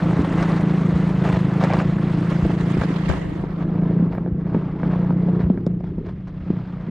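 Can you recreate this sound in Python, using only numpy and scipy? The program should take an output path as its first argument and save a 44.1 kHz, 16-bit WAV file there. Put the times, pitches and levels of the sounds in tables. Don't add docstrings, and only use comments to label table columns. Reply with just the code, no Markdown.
import sys
import numpy as np
from scipy import signal
from scipy.io import wavfile

SR = 44100
rng = np.random.default_rng(int(sys.argv[2]) if len(sys.argv) > 2 else 0)


def output_pcm(signal):
    pcm = np.clip(np.atleast_2d(signal).T, -1, 1) * 32767
    wavfile.write(sys.argv[1], SR, np.round(pcm).astype(np.int16))


N = 304290


# time_s, firing_hz
ENGINE_SPEED = [(0.0, 27.42), (0.07, 28.36), (1.26, 26.79), (1.31, 25.84), (1.89, 27.76), (2.63, 28.53),
                (2.81, 27.77), (3.63, 27.61), (4.23, 29.06), (4.52, 28.42), (4.59, 29.87), (5.05, 29.72),
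                (5.84, 29.6), (6.33, 30.61), (6.9, 29.46)]
# time_s, level_db
THROTTLE = [(0, -16.5), (.06, -17.5), (.3, -22.5), (.42, -18.5), (.68, -17.5), (2.9, -20.5), (3.09, -20.5),
            (3.13, -27), (3.45, -27), (3.8, -19), (4.04, -19.5), (4.1, -25), (4.5, -23.5), (4.79, -27.5),
            (4.87, -19), (5.51, -18), (5.57, -32), (5.7, -21), (6.05, -37.5), (6.42, -32), (6.53, -22),
            (6.68, -31.5), (6.9, -27)]
# delay_s, gain_db
PIPE_ECHOES = [(0, -1.5), (.0061, -2), (0.0172, -9.5)]
# centre_hz, width_hz, gain_db
SILENCER_MODES = [(58, 44, -31.5), (105, 18, -21), (163.2, 84.7, 5.5), (301.5, 18, -8), (407, 130, -29.5)]

def exhaust():
    firing_hz, = in_time(ENGINE_SPEED)
    level_db, = in_time(THROTTLE)
    first_firing_s = 0.0213
    cycles = np.cumsum(firing_hz) / SR - first_firing_s * firing_hz[0]
    fired_s = np.flatnonzero(np.diff(np.floor(cycles))) / SR
    jitter = rng.standard_normal((len(fired_s), 2))
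    fired_s = fired_s + 0.00018 * jitter[:, 0]
    force = from_db(0.65 * jitter[:, 1])
    puffs = sum(clicks(fired_s + delay_s, force * from_db(db)) for delay_s, db in PIPE_ECHOES)
    boom = sum(from_db(db) * resonate(puffs, hz, width_hz) for hz, width_hz, db in SILENCER_MODES)
    load = swell(start_s=1, length_s=1.9, attack_s=0.18, release_s=0.025)
    boom = boom + from_db(1.5) * load * resonate(puffs, hz=136, width_hz=45)
    return from_db(level_db - 0.1) * rms_one(low_pass(boom, 750))


# start_s, clack_db, centre_hz, thud_db
KNOCKS = [(.192, -31, 400, -8), (.404, -18, 750, -26), (1.289, -16, 1190, -24), (1.360, -17, 800, -33),
          (1.638, -10, 900, -22), (1.711, -15, 1310, -35), (1.735, -10.5, 900, -34),
          (1.802, -15.5, 1320, -33), (2.450, -12.5, 480, -16), (2.495, -22, 750, -36),
          (2.740, -27, 1200, -30), (2.769, -16, 580, -14), (2.817, -14, 1100, -14), (3.438, -19, 646, -36),
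          (3.909, -21, 600, -22), (3.995, -33, 348, -12), (4.024, -23.5, 550, -6), (4.18, -15.5, 810, -43),
          (4.261, -17.5, 680, -27), (4.277, -22.5, 550, -21), (4.467, -27.5, 1100, -27),
          (4.526, -25, 680, -28), (4.546, -15.5, 650, -9.5), (4.564, -25, 450, -7), (4.832, -14, 1020, -12),
          (4.932, -23, 750, -29), (5.106, -16.5, 700, -12), (5.285, -19, 640, -10), (5.402, -26, 400, -25),
          (5.500, -17, 520, -1), (5.575, -26.5, 1100, -13), (5.666, -18, 650, -10.5),
          (5.806, -24.5, 720, -29), (5.981, -28.5, 520, -12.5), (6.503, -22, 402, -10),
          (6.885, -32, 395, -13.5)]
# start_s, level_db
SNAPS = [(0.426, -33.5), (1.289, -38), (1.638, -30.5), (1.735, -32.5), (2.827, -53), (5.664, -42)]

def loose_boards():
    start_s, clack_db, centre_hz, thud_db = np.transpose(KNOCKS)
    clack = board_ring(start_s, from_db(clack_db - 3), centre_hz, spread_db=4.5)
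    bounce_s = start_s + rng.uniform(0.003, 0.01, len(start_s))
    bounce = board_ring(bounce_s, from_db(clack_db - 13), centre_hz, spread_db=7.5)
    blows = clicks(start_s, from_db(thud_db - 3))
    thud = low_pass(thump(blows, hz=189.4, width_hz=87), 700)
    treble_db = np.interp(start_s, *np.transpose(BRIGHTNESS))
    tick = ticks(start_s, clack_db - 9.5 + 1.4 * treble_db, decay_s=0.0039)
    snap_s, snap_db = np.transpose(SNAPS)
    snap = ticks(snap_s, snap_db + 8.5, decay_s=0.0037)
    return clack + bounce + thud + tick + snap


# pitch_hz, gain_db, t60_s
BOARD_MODES = [(292.3, 9, 0.03), (340, -0.5, 0.029), (445, -5, 0.031), (515, -2, .022), (685, -3.5, .02),
               (846, -5, 0.0091), (927, -3.5, 0.01), (1100, -6.5, 0.0053), (1624, -6.5, 0.013),
               (1760, -13.5, 0.011), (2300, -4, 0.014)]

def board_ring(times_s, sizes, centre_hz, spread_db):
    wood = 0
    for k, (hz, db, t60_s) in enumerate(BOARD_MODES):
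        octaves = np.log2(hz / centre_hz)
        force = sizes * from_db(db - 8.2 * octaves ** 2 + spread_db * rng.standard_normal(len(times_s)))
        polarity = (-1) ** (k // 2)
        wood = wood + ring(clicks(times_s, force * polarity), hz, t60_s)
    return low_pass(wood, 4100)


def ticks(times_s, level_db, decay_s):
    blows = clicks(times_s, from_db(level_db))
    envelope = signal.lfilter([1], [1, -np.exp(-1 / (decay_s * SR))], blows)
    return low_pass(band(rng.standard_normal((2, N)) * envelope, 1600, 6500), 7000)


# start_s, lift_db, length_s
CLATTERS = [(0.394, 4, .06), (0.494, 1.5, 0.13), (1.234, 5.5, 0.08), (1.322, 6, 0.047), (1.602, 7, 0.07),
            (1.692, 5, 0.13), (2.302, 4, 0.049), (2.808, 6.5, .04), (3.082, 5, 0.077), (3.58, 3, 0.062),
            (4.121, 6, 0.053), (5.387, 5, 0.042), (5.834, 8.5, 0.063), (6.046, 8, 0.07),
            (6.268, 7.5, 0.024)]

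def clatter_lift_db():
    return sum(db * swell(start_s, length_s, attack_s=0.0043, release_s=0.043)
               for start_s, db, length_s in CLATTERS)


def slats(rate_hz=90):
    hits = np.flatnonzero(rng.random(N) < rate_hz / SR)
    rush_db, = in_time(WIND_LEVEL)
    treble_db, = in_time(BRIGHTNESS)
    level_db = (rush_db + 2 * clatter_lift_db())[hits] + 3.5 + rng.uniform(-1, 1, len(hits))
    clack = board_ring(hits / SR, from_db(level_db), centre_hz=950, spread_db=4)
    return clack + ticks(hits / SR, level_db + treble_db[hits] - 0.5, decay_s=0.0015)


# time_s, rumble_db
ROUGHNESS = [(0, -25.5), (1.7, -31), (2.5, -28.5), (3.4, -35.5), (3.88, -30), (4.3, -34.5), (5.0, -33),
             (6.1, -35.5), (6.25, -47), (6.9, -47)]
# start_s, level_db, lean_left_db
BUMPS = [(.19, -16, -3), (0.938, -17, 0), (1.329, -21, 5), (2.429, -13, 3), (2.789, -18, 0.5),
         (3.095, -25, 17.5), (4.32, -19, 6.5), (5.441, -13, -2.5), (6.409, -24.5, -1)]
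# frequency_hz, density_db
SHAKE_SPECTRUM = [(20, -6.5), (35, -12), (55, 0), (85, -9), (120, 1.5), (200, -5)]

def deck():
    rumble_db, = in_time(ROUGHNESS)
    edges_s = np.sort(rng.uniform(0, N / SR, size=1600))
    force = from_db(0.83 * rng.standard_normal(len(edges_s)))
    patter = board_ring(edges_s, force, centre_hz=310, spread_db=6)
    patter = rms_one(band(patter, 210, 560))
    bump_s, bump_db, lean_db = np.transpose(BUMPS)
    jolts = np.array([clicks(bump_s, from_db(bump_db + side * lean_db)) for side in (1, -1)])
    bumps = low_pass(thump(jolts, hz=66, width_hz=45), 400)
    shake = turbulence(SHAKE_SPECTRUM, patchy_db=1.5, eddy_hz=3.2, bands=6)
    return from_db(rumble_db - 2) * patter + from_db(0.26 * rumble_db - 22) * shake + bumps


# middle_s, level_db, half_length_s
DRONES = [(3.881, -33.5, 0.092), (4.4, -39.5, 0.28), (5.328, -30.5, 0.13), (5.59, -34.5, 0.13),
          (5.958, -43, 0.18)]

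def hollow_spans(pitch_hz=368, sway_hz=85):
    t = np.arange(N) / SR
    level = sum(from_db(db) * np.exp(-((t - middle_s) / half_s) ** 2) for middle_s, db, half_s in DRONES)
    sway = rms_one(low_pass(rng.standard_normal((2, N)), sway_hz))
    phase = 2 * np.pi * pitch_hz * t
    return level * (sway[0] * np.cos(phase) + sway[1] * np.sin(phase))


# time_s, rush_db
WIND_LEVEL = [(0, -31), (1.1, -34.5), (1.55, -33.5), (2.0, -35.5), (3.1, -36.5), (3.3, -42.5), (3.88, -38),
              (4.2, -44.5), (4.34, -49.5), (4.55, -37), (4.72, -41.5), (4.92, -33.5), (5.15, -41),
              (5.42, -39), (5.54, -47.5), (5.75, -55.5), (6.3, -54.5), (6.55, -45.5), (6.9, -44.5)]
# time_s, treble_db
BRIGHTNESS = [(0, -16.5), (2.0, -15.5), (3.1, -12.5), (3.8, -24), (5.4, -22), (5.75, -17.5), (6.2, -13),
              (6.9, -18)]
# time_s, level_db
TOP_HISS_LEVEL = [(0, -53.5), (2.0, -59), (2.4, -55.5), (3.18, -55), (3.35, -64.5), (3.75, -82.5),
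                  (4.3, -84), (6.9, -91.5)]
# frequency_hz, density_db
RUSH_SPECTRUM = [(120, -20), (350, 3), (680, 3), (850, -2), (1100, 3), (1400, -5), (1900, -4.5),
                 (2500, -20), (3300, -32)]
# frequency_hz, density_db
HISS_SPECTRUM = [(1700, -5), (2500, 5.5), (3300, 1.5), (4500, -3.5), (5800, -16.5), (7500, -26.5)]
# frequency_hz, density_db
TOP_HISS_SPECTRUM = [(4500, -10.5), (6000, 4), (7500, 2), (9700, -6), (11000, -16.5), (12200, -12.5),
                     (15000, -23.5)]

def wind():
    rush_db, = in_time(WIND_LEVEL)
    treble_db, = in_time(BRIGHTNESS)
    top_db, = in_time(TOP_HISS_LEVEL)
    eddies_db = 1.5 * drift(45) + 0.27 * drift(2.3)
    tilt = 0.67 * (treble_db + 15.5)
    rush = turbulence(RUSH_SPECTRUM, patchy_db=1.5, eddy_hz=23, bands=15, tilt_db_per_octave=tilt)
    hiss = turbulence(HISS_SPECTRUM, patchy_db=2.5, eddy_hz=46, bands=8)
    top = turbulence(TOP_HISS_SPECTRUM, patchy_db=3, eddy_hz=50, bands=7)
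    air = from_db(rush_db + 2) * rush + from_db(rush_db + treble_db + 5) * hiss
    air = air + from_db(top_db - 2) * top
    balance = from_db([[-2.2], [2.2]])
    return air * from_db(0.94 * clatter_lift_db() + eddies_db - 1.79) * balance


# frequency_hz, density_db
BUFFET_SPECTRUM = [(22, -1), (60, -6.5), (110, -9), (170, -4.5), (450, -8.5), (1100, -25)]

def buffet(start_s=3.086, rise_s=0.0094, blast_db_per_s=-546, wake_db_per_s=-28):
    t = np.arange(N) / SR - start_s
    after_s = np.maximum(t - rise_s, 0)
    blast = from_db(-17.5 + blast_db_per_s * after_s)
    wake = from_db(-28 + wake_db_per_s * after_s)
    level = np.clip(t / rise_s, 0, 1) * (blast + wake)
    left = turbulence(BUFFET_SPECTRUM, patchy_db=4.5, eddy_hz=23, bands=8)[0]
    return np.array([level * left, np.zeros(N)])


# centre_hz, width_hz, gain_db
SWISH_BANDS = [(1853, 540, 2), (2750, 710, -6)]

def swish():
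    noise = rng.standard_normal(N)
    hollow = sum(from_db(db) * resonate(noise, hz, width_hz) for hz, width_hz, db in SWISH_BANDS)
    envelope = swell(start_s=3.115, length_s=0.15, attack_s=0.011, release_s=0.42)
    return from_db(-42.5) * envelope * rms_one(hollow)


# start_s, length_s, level_db
SIZZLES = [(3.3, 0.92, -84), (4.13, 0.029, -72), (5.38, .27, -84)]

def sizzle():
    level = sum(from_db(db) * swell(start_s, length_s, attack_s=0.03, release_s=0.03)
                for start_s, length_s, db in SIZZLES)
    return level * rms_one(resonate(rng.standard_normal(N), hz=12500, width_hz=2400))


# frequency_hz, correlation
COHERENCE = [(30, 0.75), (150, 1), (400, 0.93), (1000, 0.43), (4000, 0), (13000, 0)]

def turbulence(spectrum, patchy_db, eddy_hz, bands, tilt_db_per_octave=0):
    edges_hz = np.geomspace(spectrum[0][0], spectrum[-1][0], bands + 1)
    white = rng.standard_normal((2, 2, N))
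    noise = 0
    for k, (low_hz, high_hz) in enumerate(zip(edges_hz, edges_hz[1:])):
        mid, side = band(white[k % 2], low_hz, high_hz)
        hz = np.sqrt(low_hz * high_hz)
        alike = np.clip(at_hz(COHERENCE, hz), 0, 1)
        tilt_db = tilt_db_per_octave * max(np.log2(hz / 1000), 0)
        gain = from_db(at_hz(spectrum, hz) + tilt_db + patchy_db * drift(eddy_hz))
        noise = noise + gain * (np.sqrt(1 + alike) * mid + np.sqrt(1 - alike) * side * [[1], [-1]])
    return rms_one(noise)


def drift(rate_hz):
    step, settle = 20, 3000
    r = np.exp(-2 * np.pi * rate_hz * step / SR)
    noise = rng.standard_normal(N // step + settle + 2)
    slow = signal.lfilter([1], [1, -2 * r, r * r], noise)[settle:]
    return np.interp(np.arange(N) / step, np.arange(len(slow)), rms_one(slow))


def swell(start_s, length_s, attack_s, release_s):
    t = np.arange(N) / SR - start_s
    return np.clip(np.minimum(t / attack_s, (length_s - t) / release_s + 0.5), 0, 1)


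def clicks(times_s, sizes):
    return np.bincount(np.clip(np.asarray(times_s) * SR, 0, N - 1).astype(int), sizes, N) + 1e-18


def resonate(x, hz, width_hz):
    r = np.exp(-np.pi * width_hz / SR)
    gain = (1 - r * r) / 2
    return signal.sosfilt([[gain, 0, -gain, 1, -2 * r * np.cos(2 * np.pi * hz / SR), r * r]] * 2, x)


def thump(x, hz, width_hz):
    return resonate(x, hz, width_hz) * SR * np.e / (2 * np.pi * width_hz)


def ring(x, hz, t60_s):
    r, w = np.exp(-np.log(1000) / (t60_s * SR)), 2 * np.pi * hz / SR
    return signal.lfilter([0, np.sin(w)], [1, -2 * r * np.cos(w), r * r], x)


def band(x, low_hz, high_hz):
    return signal.sosfilt(signal.butter(2, [low_hz, high_hz], "band", fs=SR, output="sos"), x)


def low_pass(x, hz):
    return signal.sosfilt(signal.butter(4, hz, fs=SR, output="sos"), x)


def in_time(rows):
    time_s, *columns = np.transpose(rows)
    return [np.interp(np.arange(N) / SR, time_s, column) for column in columns]


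def at_hz(points, hz):
    points_hz, values = np.transpose(points)
    return np.interp(np.log(hz), np.log(points_hz), values)


def from_db(db):
    return 10 ** (np.asarray(db) / 20)


def rms_one(x):
    return x / np.sqrt(np.mean(x ** 2) + 1e-20)


def scene():
    ride = exhaust() + loose_boards() + slats() + deck() + hollow_spans()
    return ride + wind() + sizzle() + buffet() + swish()


# time_s, side_db
STEREO_WIDTH = [(0, -39.5), (1.6, -53), (1.9, -22.5), (2.3, -8), (3.2, 0), (3.6, -4.5), (3.9, -17.5),
                (4.3, -14), (4.65, -41.5), (6.9, -46.5)]

def record(dry, bass_hz=520, cutoff_hz=15700):
    width = from_db(in_time(STEREO_WIDTH)[0])
    mid, side = (dry[0] + dry[1]) / 2, (dry[0] - dry[1]) / 2
    upper = signal.sosfilt(signal.butter(4, bass_hz, "high", fs=SR, output="sos"), side)
    side = width * upper + width ** 2 * low_pass(side, bass_hz)
    top_cut = signal.cheby2(12, 70, cutoff_hz, fs=SR, output="sos")
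    fade_out = np.minimum(np.arange(N)[::-1] / (0.004 * SR), 1)
    return fade_out * signal.sosfilt(top_cut, [mid + side, mid - side])


dry = scene()
out = record(dry)
output_pcm(out)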